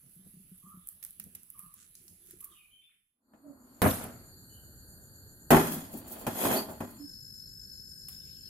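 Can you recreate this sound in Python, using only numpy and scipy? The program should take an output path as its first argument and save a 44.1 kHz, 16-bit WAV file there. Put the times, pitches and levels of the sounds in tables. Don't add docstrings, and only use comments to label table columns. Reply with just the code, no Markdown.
import sys
import numpy as np
from scipy import signal
from scipy.fft import rfft, irfft, next_fast_len
from scipy.io import wavfile
from scipy.ndimage import map_coordinates

SR = 44100
rng = np.random.default_rng(int(sys.argv[2]) if len(sys.argv) > 2 else 0)


def unload_wav(signal):
    wavfile.write(
        sys.argv[1],
        SR,
        np.round(np.clip(np.atleast_2d(signal).T, -1, 1) * 32767).astype(np.int16),
    )


N = 374409
T = np.arange(N) / SR
LIGHT_S = 3.8185

# pitch_hz, level_db
SNAP_TONE = [(4000, -50), (6800, -12), (11300, 9.5), (15500, 5)]
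# pitch_hz, level_db
HISS_TONE = [(1760, -12), (3000, -6), (5400, -11), (7830, -7.5), (11400, 2), (14900, -5), (16000, -28)]
# pitch_hz, level_db
CLINK_TONE = [(1470, -25), (2500, -0.5), (3860, -12), (12100, 0), (15200, 3.5), (16000, -34)]
# pitch_hz, level_db, ring_s (time to fall by 60 dB)
PAN_NOTES = [(100, -3.5, 0.29), (158, -3, 0.5), (242.1, 1.5, 0.38), (361.7, 4, 0.21), (403.8, -2, 0.34),
             (630.3, 3.5, 0.08), (691, -3.5, 0.12), (759, -3.5, 0.17), (828, -5.5, 0.23), (857, -0.5, 0.2),
             (1027, -8, 0.5), (1430, -12.5, .4)]


def amp(db):
    return np.exp(np.asarray(db) * (np.log(10) / 20))


def unit(x):
    return x / np.sqrt(np.mean(x ** 2) + 1e-20)


def read(points, hz):
    pitches, values = np.transpose(points)
    return np.interp(np.log(hz + 1), np.log(pitches + 1), values)


def balance(db):
    return amp([[db / 2], [-db / 2]])


def add(mix, start_s, sound):
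    part = mix[:, round(start_s * SR):][:, :sound.shape[-1]]
    part += sound[..., :part.shape[1]]


def ramp(start_s, length_s):
    return np.clip((T - start_s) / length_s, 0, 1)


def swell(full_s, hold_s, rise_db_per_s, fall_db_per_s):
    before_db = rise_db_per_s * np.maximum(full_s - T, 0)
    after_db = fall_db_per_s * np.maximum(T - full_s - hold_s, 0)
    return amp(-np.minimum(before_db + after_db, 200))


def dying(ring_s):
    return amp(-60 * T[:SR] / ring_s)


def blip(peak_s):
    age = T[:SR] / peak_s
    return age * np.exp(1 - np.minimum(age, 200))


def fade_out():
    return (1 - ramp(2.473, .98)) ** 2.5


def fade_in():
    return ramp(3.2, .98) ** 1.15


def waver(per_s, size=N):
    return unit(np.interp(T[:size] * per_s, np.arange(9000), rng.standard_normal(9000)))


def colour(x, tone):
    # pitch_hz, likeness (0 to 1)
    likeness = [(40, 0.84), (290, 0.93), (640, 0.49), (1400, 0)]
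    size = next_fast_len(x.shape[1])
    spectrum, hz = rfft(x, size), np.fft.rfftfreq(size, 1 / SR)
    same = np.clip(read(likeness, hz), -1, 1)
    spectrum[1] = same * spectrum[0] + np.sqrt(1 - same ** 2) * spectrum[1]
    lowest, highest = tone[0][0], tone[-1][0]
    edges = 1 / (1 + (hz / highest) ** 8) / (1 + (lowest / (hz + 1)) ** 8)
    return unit(irfft(spectrum * amp(read(tone, hz)) * edges, size)[:, :x.shape[1]])


def noise(tone, size=N):
    return colour(rng.standard_normal((2, size)), tone)


def grains(tone, per_s, spread_db):
    sizes = amp(spread_db * np.minimum(rng.exponential(1, N), 4))
    clicks = sizes * (rng.random(N) < per_s / SR)
    return colour(clicks * rng.standard_normal((2, N)), tone)


def band(pitch_hz, width_hz):
    size = next_fast_len(N)
    distance = (np.fft.rfftfreq(size, 1 / SR) - pitch_hz) / width_hz
    spectrum = rfft(rng.standard_normal((2, size))) / (1 + distance ** 2) ** 1.5
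    return unit(irfft(spectrum, size)[:, :N])


def patchy(x, depth_db, width_hz, length_s):
    hz, t, spectrum = signal.stft(x, SR, nperseg=512)
    grid = np.meshgrid(hz / width_hz, t / length_s, indexing="ij")
    patches = map_coordinates(rng.standard_normal(spectrum.shape[1:]), grid, order=1, mode="wrap")
    return unit(signal.istft(spectrum * amp(depth_db * unit(patches)), SR)[1][:, :N])


def tail(x, ring_times):
    hz, t, spectrum = signal.stft(x, SR, nperseg=512)
    decay = amp(-60 * t / read(ring_times, hz)[:, None])
    return signal.istft(spectrum * decay, SR, nperseg=512)[1][:, :SR]


def ring(notes):
    out = np.zeros((2, SR))
    for hz, db, ring_s in notes:
        phase = rng.uniform(0, 2 * np.pi) + min(hz / 900, np.pi) * rng.uniform(-1.8, 1, (2, 1))
        out += amp(db) * dying(ring_s) * np.sin(2 * np.pi * hz * T[:SR] + phase)
    return out * (1 - dying(0.03))


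def excite(force, ringing):
    return signal.oaconvolve(force, ringing, axes=1)[:, :N] / np.linalg.norm(ringing[0])


def sine(hz):
    return np.sin(2 * np.pi * np.cumsum(hz) / SR)


def whistles(notes, echo_db, echo_s):
    out = np.zeros((2, N))
    for start_s, length_s, first_hz, last_hz, db, wobble_hz in notes:
        size = int(length_s * SR)
        hz = np.linspace(first_hz, last_hz, size) + wobble_hz * waver(395.5, size)
        loudness = signal.windows.tukey(size, .5) * amp(3.8 * waver(94.2, size))
        add(out, start_s, amp(db) * unit(sine(hz) * loudness))
    echo = unit(rng.standard_normal((2, SR)) * dying(echo_s)) / np.sqrt(SR)
    return 0.81 * out + amp(echo_db) * signal.oaconvolve(out, echo, axes=1)[:, :N]


def room_air():
    # pitch_hz, level_db
    air_tone = [(15, -19), (25, 3.5), (195, -4.5), (659, -22), (2910, -14.5), (5730, -19.5), (10100, -10),
                (14800, -5), (16000, -19.5)]
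    return amp(-66) * patchy(noise(air_tone), 2.5, 350, .07)


def birds():
    # start_s, length_s, first_hz, last_hz, level_db, wobble_hz
    calls = [(.615, 0.14, 1125, 1217, -65, 53.3), (1.525, 0.18, 1115, 1229, -68.5, 55),
             (2.395, 0.16, 1128, 1237, -72.5, 52), (2.48, 0.15, 3420, 2466, -71.5, 229),
             (2.57, 0.11, 2476, 2400, -72.5, 81), (2.7, 0.073, 3045, 3110, -64.5, 53),
             (2.81, 0.059, 3470, 3543, -70, 31), (4.49, 0.11, 2987, 3006, -71, 51.7),
             (2.72, 0.25, 2700, 2520, -80, 399)]
    return whistles(calls, echo_db=3.5, echo_s=0.48)


def high_insect():
    wingbeats = np.cumsum(42 * (1 + .2 * waver(30))) / SR
    hz = 10890 + 110 * np.sin(2 * np.pi * wingbeats) + 60 * waver(15) + 50 * waver(900)
    return amp(-69.5) * sine(hz) * balance(-24.5)


def insect_whine():
    hz = 11747 + 9 * ramp(6.85, 0.22) + 2 * waver(8)
    return amp(-62) * sine(hz) * balance(-2.9)


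def rasping_insect():
    repeat_s, pulse_s = .129, .021
    pulses = (T - 6.3 + .002 * waver(8)) % repeat_s / pulse_s
    within = pulses % 1
    hz = 7450 - 900 * within + 220 * waver(1500)
    pulse_shape = (pulses < 3) * np.sin(np.pi * within ** .5) ** 2
    chirp = pulse_shape * np.sin(np.pi * (pulses + .5) / 4) * amp(waver(40))
    echo = (.5 + .5 * np.exp(-((pulses - 2) / 2) ** 2)) * band(7070, 340)
    return amp(-59) * chirp * sine(hz) + amp(-61.5) * echo


def cricket():
    strokes = np.cumsum(51 * (1 + .1 * waver(30))) / SR
    hz = 5278 - 60 * (strokes % 1 - .5) + 6 * waver(71)
    trill = abs(np.sin(np.pi * strokes)) * sine(hz) * amp(waver(40))
    song = amp(-47.5) * trill * balance(10.2) + amp(-56.5) * band(5240, 140)
    return song * ramp(start_s=6.98, length_s=0.088)


def burner():
    # pitch_hz, level_db
    open_tone = [(15, -42), (25, -10), (81, 0), (386, -15), (883, -26), (1070, -32), (1570, -20.5),
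                 (1870, -31), (2100, -52.5), (5500, -110)]
    covered_tone = [(15, -37), (25, -4.5), (86, -1), (193, -4.5), (257, -13.5), (567, -24.5), (687, -45.5),
                    (1270, -49.5), (1430, -28), (1570, -17.5), (2500, -62)]
    jet_tone = [(2500, -29), (3700, -19), (4500, 7), (5400, -37.5), (7800, -15), (8800, -0.5),
                (11000, -5.5), (14200, -0.5), (15300, -23)]
    covered = ramp(6.85, 0.22)
    flame = amp(-55.5) * noise(open_tone) * (1 - covered) + amp(-57) * noise(covered_tone) * covered
    flame *= amp(0.5 * waver(25)) * (amp(-5) * fade_in() + amp(-9) * ramp(LIGHT_S, 0.029))
    jet = amp(-60) * patchy(noise(jet_tone) + amp(-8) * band(12930, 130), 2.2, 600, .07)
    return flame + jet * fade_in()


def gas_knob():
    # start_s, length_s, level_db
    brushes = [(3.348, 0.031, -63), (3.48, 0.6, -59.5)]
    gas_on_s = 3.67
    touch = sum(amp(db) * swell(start_s, length_s, 165, 240) for start_s, length_s, db in brushes)
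    brush = touch * noise([(180, -0.5), (245, 12), (400, -7), (800, -8), (1400, -11), (2600, -38)])
    return brush + amp(-72.5) * swell(gas_on_s, LIGHT_S - gas_on_s, 400, 200) * noise(HISS_TONE)


def squeaks():
    # start_s, length_s, first_hz, last_hz, level_db, wobble_hz
    notes = [(3.425, 0.098, 306.5, 254, -53, 22), (3.425, 0.11, 602, 546, -62, 36),
             (6.555, 0.047, 4420, 4520, -38.5, 90), (6.98, 0.087, 297, 283, -49.5, 3.9)]
    return whistles(notes, echo_db=-2.5, echo_s=0.19)


def oil():
    land_s, fall_db_per_s = 8.084, 12
    oil_tone = [(500, -7), (2800, -5.5), (6000, -9), (11500, 11), (15500, 6)]
    loudness = amp(-65 - fall_db_per_s * np.maximum(T - land_s, 0)) * ramp(land_s, 0.02)
    bubbles = grains([(2200, 0), (4400, 4), (5100, -14)], 4000, 1.0)
    out = loudness * patchy(grains(oil_tone, 1400, 1.5) + bubbles, 5.5, 300, .03)
    spit = amp(-44) * noise(oil_tone, SR) * (blip(.003) + amp(-5.5) * dying(0.49))
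    add(out, land_s, spit)
    return out


def plate():
    # start_s, length_s, level_db
    pushes = [(0.162, .045, -45), (.262, .015, -48.5), (0.336, .075, -43.5), (0.514, .015, -39),
              (0.636, .045, -44), (0.739, .045, -41.5), (1.192, .075, -48), (1.63, .045, -48.5)]
    # pitch_hz, level_db, ring_s
    plate_notes = [(187.5, -1, 0.12), (358, -11.5, 0.036)]
    slip_gap_s = .03
    rumble = noise([(60, 7.5), (100, 3), (185, 5.5), (350, -12), (800, -21)])
    out = amp(-73.5) * rumble * amp(6.4 * waver(22.07)) * swell(0, 2.37, 0, 77)
    for start_s, length_s, push_db in pushes:
        for delay_s in np.arange(0, length_s, slip_gap_s):
            load = rng.uniform(0.87, 1.067)
            thud = ring([(hz * load, db, ring_s) for hz, db, ring_s in plate_notes])
            add(out, start_s + delay_s, amp(push_db) * thud * (1 - dying(0.021)))
    return out


def paste():
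    # start_s, length_s, level_db
    wipes = [(0.253, 0.096, -61), (.56, 0.035, -58), (.68, 0.035, -59.5), (1.59, 0.038, -55),
             (2.413, 0.043, -52)]
    # start_s, rise_s, snap_db, slap_db
    smacks = [(0.8725, .0005, -35, -88), (0.888, .0004, -29, -88), (1.027, .0016, -43, -53),
              (1.0385, .0006, -36, -70), (1.0494, .0004, -29.5, -58), (1.1075, .0003, -38.5, -80),
              (1.1985, .001, -32, -53), (1.2402, .0004, -38.5, -70), (1.3495, .0024, -39.5, -55),
              (1.433, .0004, -41, -77), (1.502, .0007, -38, -78), (1.592, .0008, -37, -70),
              (1.7395, .0016, -45, -75), (2.3085, .0016, -45, -62), (2.405, .003, -45, -65),
              (2.443, .0022, -38, -65)]
    # start_s, level_db
    pops = [(1.9528, -45), (2.0805, -47)]
    # pitch_hz, level_db
    wet_tone = [(1180, -10), (3000, -17), (4300, -24), (6760, -14), (11300, 9.5), (15500, 0)]
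    pop_tone = [(3800, -11), (6200, -7), (9000, -7.5), (14000, -4)]
    slap_tone = [(300, -5), (900, -1.5), (1800, 7.5), (4500, 4), (7000, 13.5)]
    rub = amp(-65 + 2.5 * np.tanh(waver(9.7))) * swell(0, 2.57, 0, 82)
    wipe = sum(amp(db) * swell(start_s, length_s, 300, 300) for start_s, length_s, db in wipes)
    crackle = patchy(grains(wet_tone, 1500, 1.5) + .4 * grains(wet_tone, 90, 2), 2.5, 1200, .035)
    out = np.hypot(rub, wipe) * crackle
    peeling = np.zeros((1, N))
    for start_s, rise_s, snap_db, slap_db in smacks:
        snap = amp(snap_db) * noise(SNAP_TONE, SR) * (blip(rise_s) + amp(-22.5) * dying(0.33))
        slap = amp(slap_db) * noise(slap_tone, SR) * (blip(0.0015) + amp(-8) * dying(0.28))
        add(out, start_s, snap + slap)
        add(peeling, start_s, amp(snap_db - 30) * dying(0.51))
    for start_s, db in pops:
        add(out, start_s, amp(db) * noise(pop_tone, SR) * (dying(0.013) + amp(-14.5) * dying(0.51)))
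    return out + peeling * grains(wet_tone, per_s=570, spread_db=3.2)


def fish():
    # start_s, length_s, squelch_db, smear_db
    squeezes = [(1.796, 0.035, -96, -61.5), (1.993, 0.088, -75, -90), (2.28, 0.062, -63.5, -66.5),
                (2.52, 0.021, -73.5, -71.5)]
    flesh = grains([(260, -7), (350, 12), (450, -5), (600, -20)], 140, 1.2)
    skin = grains([(1400, 5), (1850, -4), (2500, -6), (5000, -5), (8000, 10)], 1600, 1.2)
    squelch = smear = 0
    for start_s, length_s, squelch_db, smear_db in squeezes:
        grip = swell(start_s, length_s, 250, 220)
        squelch += amp(squelch_db) * grip
        smear += amp(smear_db) * grip
    return (paste() + smear * skin) * balance(-4) + plate() + squelch * flesh


def ignition():
    # pitch_hz, level_db
    roar_tone = [(32, -40), (55, -17), (95, -5.5), (176, -8.5), (239, -3), (319, -12), (537, -15.5),
                 (642, -11.5), (903, -22), (1290, -18.5), (4000, -42.5)]
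    flare_tone = [(300, -1), (850, 0), (1400, -10), (2300, -11.5), (3500, -20), (11000, -16)]
    swirl_tone = [(330, 7), (900, 3), (1400, 6), (2300, -3.5), (3500, -42)]
    crack_tone = [(200, -15), (1500, 9), (6000, -10), (11000, 4), (15000, 5.5)]
    flare_s = 4.032
    burst = amp(-20) * swell(LIGHT_S, 0.044, 0, 231)
    tall_flames = amp(-41.5) * swell(LIGHT_S, 0.19, 0, 81)
    fire = np.hypot(burst, tall_flames)
    roar = fire * noise(roar_tone) * amp(0.83 * waver(70))
    tongues = patchy(grains(HISS_TONE, 9000, 1.1), 2.8, 800, .012)
    hiss = amp(-35) * swell(LIGHT_S, 0.096, 0, 113) * tongues
    swirls = amp(-12.5) * fire * grains(swirl_tone, 1100, 1.4) * amp(2 * waver(60))
    out = (T >= LIGHT_S) * ((roar + swirls) * balance(0.94) + hiss * balance(-1.7))
    crack = amp(-23.5) * noise(crack_tone, SR) * dying(0.065)
    ms = T[:SR] / .001
    pressure = amp(7) * ms * (1 - ms) * np.exp(-2 * ms)
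    add(out, LIGHT_S, crack + pressure)
    add(out, flare_s + .006, amp(-38) * noise(SNAP_TONE, SR) * blip(0.0023))
    return out + amp(-46) * swell(flare_s, 0.015, 99, 440) * grains(flare_tone, 2000, 1.9)


def wall_tone():
    # pitch_hz, level_db
    clusters = [(2140, -1), (3375, -0.5), (4130, -3.5), (5020, -0.5), (5330, -6), (6065, -6), (6740, -0.5),
                (7750, -4), (8480, -2), (9194, 0.5), (9915, -1.5), (10422, 0.5), (11111, 0), (11700, 5),
                (12400, 1.5), (13020, 5), (13600, 0), (14900, 1)]
    hz, width_hz = np.linspace(2000, 15500, 1200), 130
    power = sum(amp(db) ** 2 / (1 + (2 * (hz - peak_hz) / width_hz) ** 2) for peak_hz, db in clusters)
    slope = amp(read(CLINK_TONE, hz) - 7) ** 2
    return np.c_[hz, 10 * np.log10(power / power.mean() + slope)]


def wall_ring():
    ring_s, bell_hz, throb_hz = 0.67, 3368, 11
    bell = unit(ring([(bell_hz, 0, ring_s), (bell_hz + throb_hz, 0, ring_s)]))
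    clusters = unit(noise(wall_tone(), SR) * dying(ring_s))
    return (clusters + amp(-21) * bell) * dying(ring_s).std()


def pan_drag(overtones):
    # start_s, length_s, body_db, treble_db
    shoves = [(5.76, 1, -53, -75), (6.128, 0.1, -54, -57), (6.401, 0.015, -42.5, -41.5),
              (6.438, 0.12, -29, -33.5), (6.943, 0.018, -59.5, -75)]
    # start_s, length_s, level_db
    scratches = [(5.716, 0.036, -37.5), (5.93, 0.012, -48), (5.972, 0.018, -48), (6.082, 0.0088, -47.5),
                 (6.122, 0.011, -42), (6.19, .025, -49), (6.705, .015, -49), (6.882, .003, -61),
                 (6.91, .002, -57)]
    # pitch_hz, level_db
    drag_tone = [(71, -36), (120, -25.5), (222, 3), (400, -7), (630, -5), (1610, -16.5), (4000, -23),
                 (5200, -52.5)]
    jolt_tone = [(130, -16), (300, -8), (600, 3), (1000, -6), (2300, -2.5)]
    scratch_tone = [(3000, -20), (6500, -15), (10000, -3.5), (15300, 2)]
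    lead_s = 0.0077
    weight = scrape = 0
    for start_s, length_s, body_db, treble_db in shoves:
        weight += amp(body_db) * swell(start_s, length_s, 230, 213)
        scrape += amp(treble_db) * swell(start_s - lead_s, length_s + lead_s, 230, 213)
    surge = amp(waver(45))
    catches = grains(drag_tone, 2200, 0.69) * weight * surge
    ringing = excite(grains(jolt_tone, 900, 4.0) * weight * surge, ring(PAN_NOTES) * dying(0.17))
    ringing *= catches.std() / ringing.std()
    grit = grains(wall_tone(), 5000, 1.0) * scrape * surge
    singing = excite(grains(CLINK_TONE, 1500, 2.2) * scrape * surge, overtones * dying(0.078))
    touch = sum(amp(db) * swell(start_s, length_s, 700, 530) for start_s, length_s, db in scratches)
    scratching = touch * grains(scratch_tone, 3000, 1.2)
    return amp(-2) * catches + amp(-6) * ringing + amp(-4.5) * (grit + singing) + scratching


def bounces(length_s):
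    gaps_s = .01 * 1.28 ** np.arange(6)
    delays_s = np.cumsum(gaps_s) - gaps_s
    return delays_s[delays_s <= length_s]


def pan_knocks(overtones):
    # start_s, clatter_s, body_db, treble_db, body_top_hz (higher is harder)
    knocks = [(3.335, .005, -55.5, -74, 4000), (5.505, .07, -12, -18, 4515),
              (5.669, .005, -38, -33.5, 3000), (5.718, .016, -36.5, -36.5, 500),
              (5.937, .016, -33, -52, 352), (6.266, .016, -27.5, -31, 3050),
              (6.452, .005, -24.5, -34, 3000), (6.511, .005, -24.5, -32, 3000),
              (6.685, .03, -38, -61, 1180), (6.804, .005, -30.5, -43.5, 3020),
              (6.822, .016, -31.5, -60, 350)]
    # pitch_hz, level_db
    stove_tone = [(18, -54), (30, -29.5), (60, -11.5), (128, -10), (223, -2), (322, -5.5), (438, -16.5),
                  (476, -8.5), (680, -6.5), (974, -10.5), (2120, -18.5), (4000, -33.5), (5200, -69)]
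    # pitch_hz, ring_s
    ring_times = [(60, 0.27), (200, 0.98), (500, 0.49), (3000, 0.66), (12000, 0.96)]
    duller_db, fall_db_per_s = 7.5, 40
    out, treble_tone = np.zeros((2, N)), wall_tone()
    for start_s, clatter_s, body_db, treble_db, top_hz in knocks:
        for delay_s in bounces(clatter_s):
            rattle = amp(2 * waver(150, SR))
            body = noise(stove_tone, SR) * dying(0.094) * (1 - dying(0.0083))
            body += amp(-15) * tail(noise(stove_tone, SR), ring_times) * rattle
            body += amp(-14.5) * ring(PAN_NOTES)
            body = amp(body_db) * signal.lfilter(*signal.butter(2, top_hz, fs=SR), body)
            clink = noise(CLINK_TONE, SR) * dying(0.068) * (1 - dying(0.0058))
            clink += amp(-17.5) * tail(noise(treble_tone, SR), ring_times) * rattle
            clink += amp(-11.5) * overtones * rattle
            clink *= amp(treble_db - duller_db * (delay_s > 0))
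            hit = body * balance(0.84) + clink * balance(-1.5)
            add(out, start_s + delay_s, amp(-fall_db_per_s * delay_s) * hit)
    return out


def metal_pan(overtones):
    sound = pan_knocks(overtones) + pan_drag(overtones)
    hz, spacing_hz = abs(np.fft.fftfreq(4096, 1 / SR)), 70
    ripple = unit(np.interp(hz / spacing_hz, np.arange(len(hz)), rng.standard_normal(len(hz))))
    log_gain = np.log(amp(4.2 * (np.minimum(ripple, 1) - .2) * (hz > 2000)))
    taps = np.fft.ifft(np.exp(np.conj(signal.hilbert(log_gain)))).real
    return signal.oaconvolve(sound, taps[None], axes=1)[:, :N]


def scene():
    out = birds() + squeaks()
    overtones = wall_ring()
    out += (room_air() + high_insect()) * fade_out() + fish()
    out += gas_knob() + ignition() + burner()
    out += insect_whine() * fade_in() + cricket() + rasping_insect() * fade_in()
    return out + metal_pan(overtones) + oil()


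def record(dry):
    rounded = .9 * np.tanh(dry / .9)
    low_pass = signal.firwin(301, 15800, window=("kaiser", 8), fs=SR)
    return signal.oaconvolve(rounded, low_pass[None], "same")


dry = scene()
out = record(dry)
unload_wav(out)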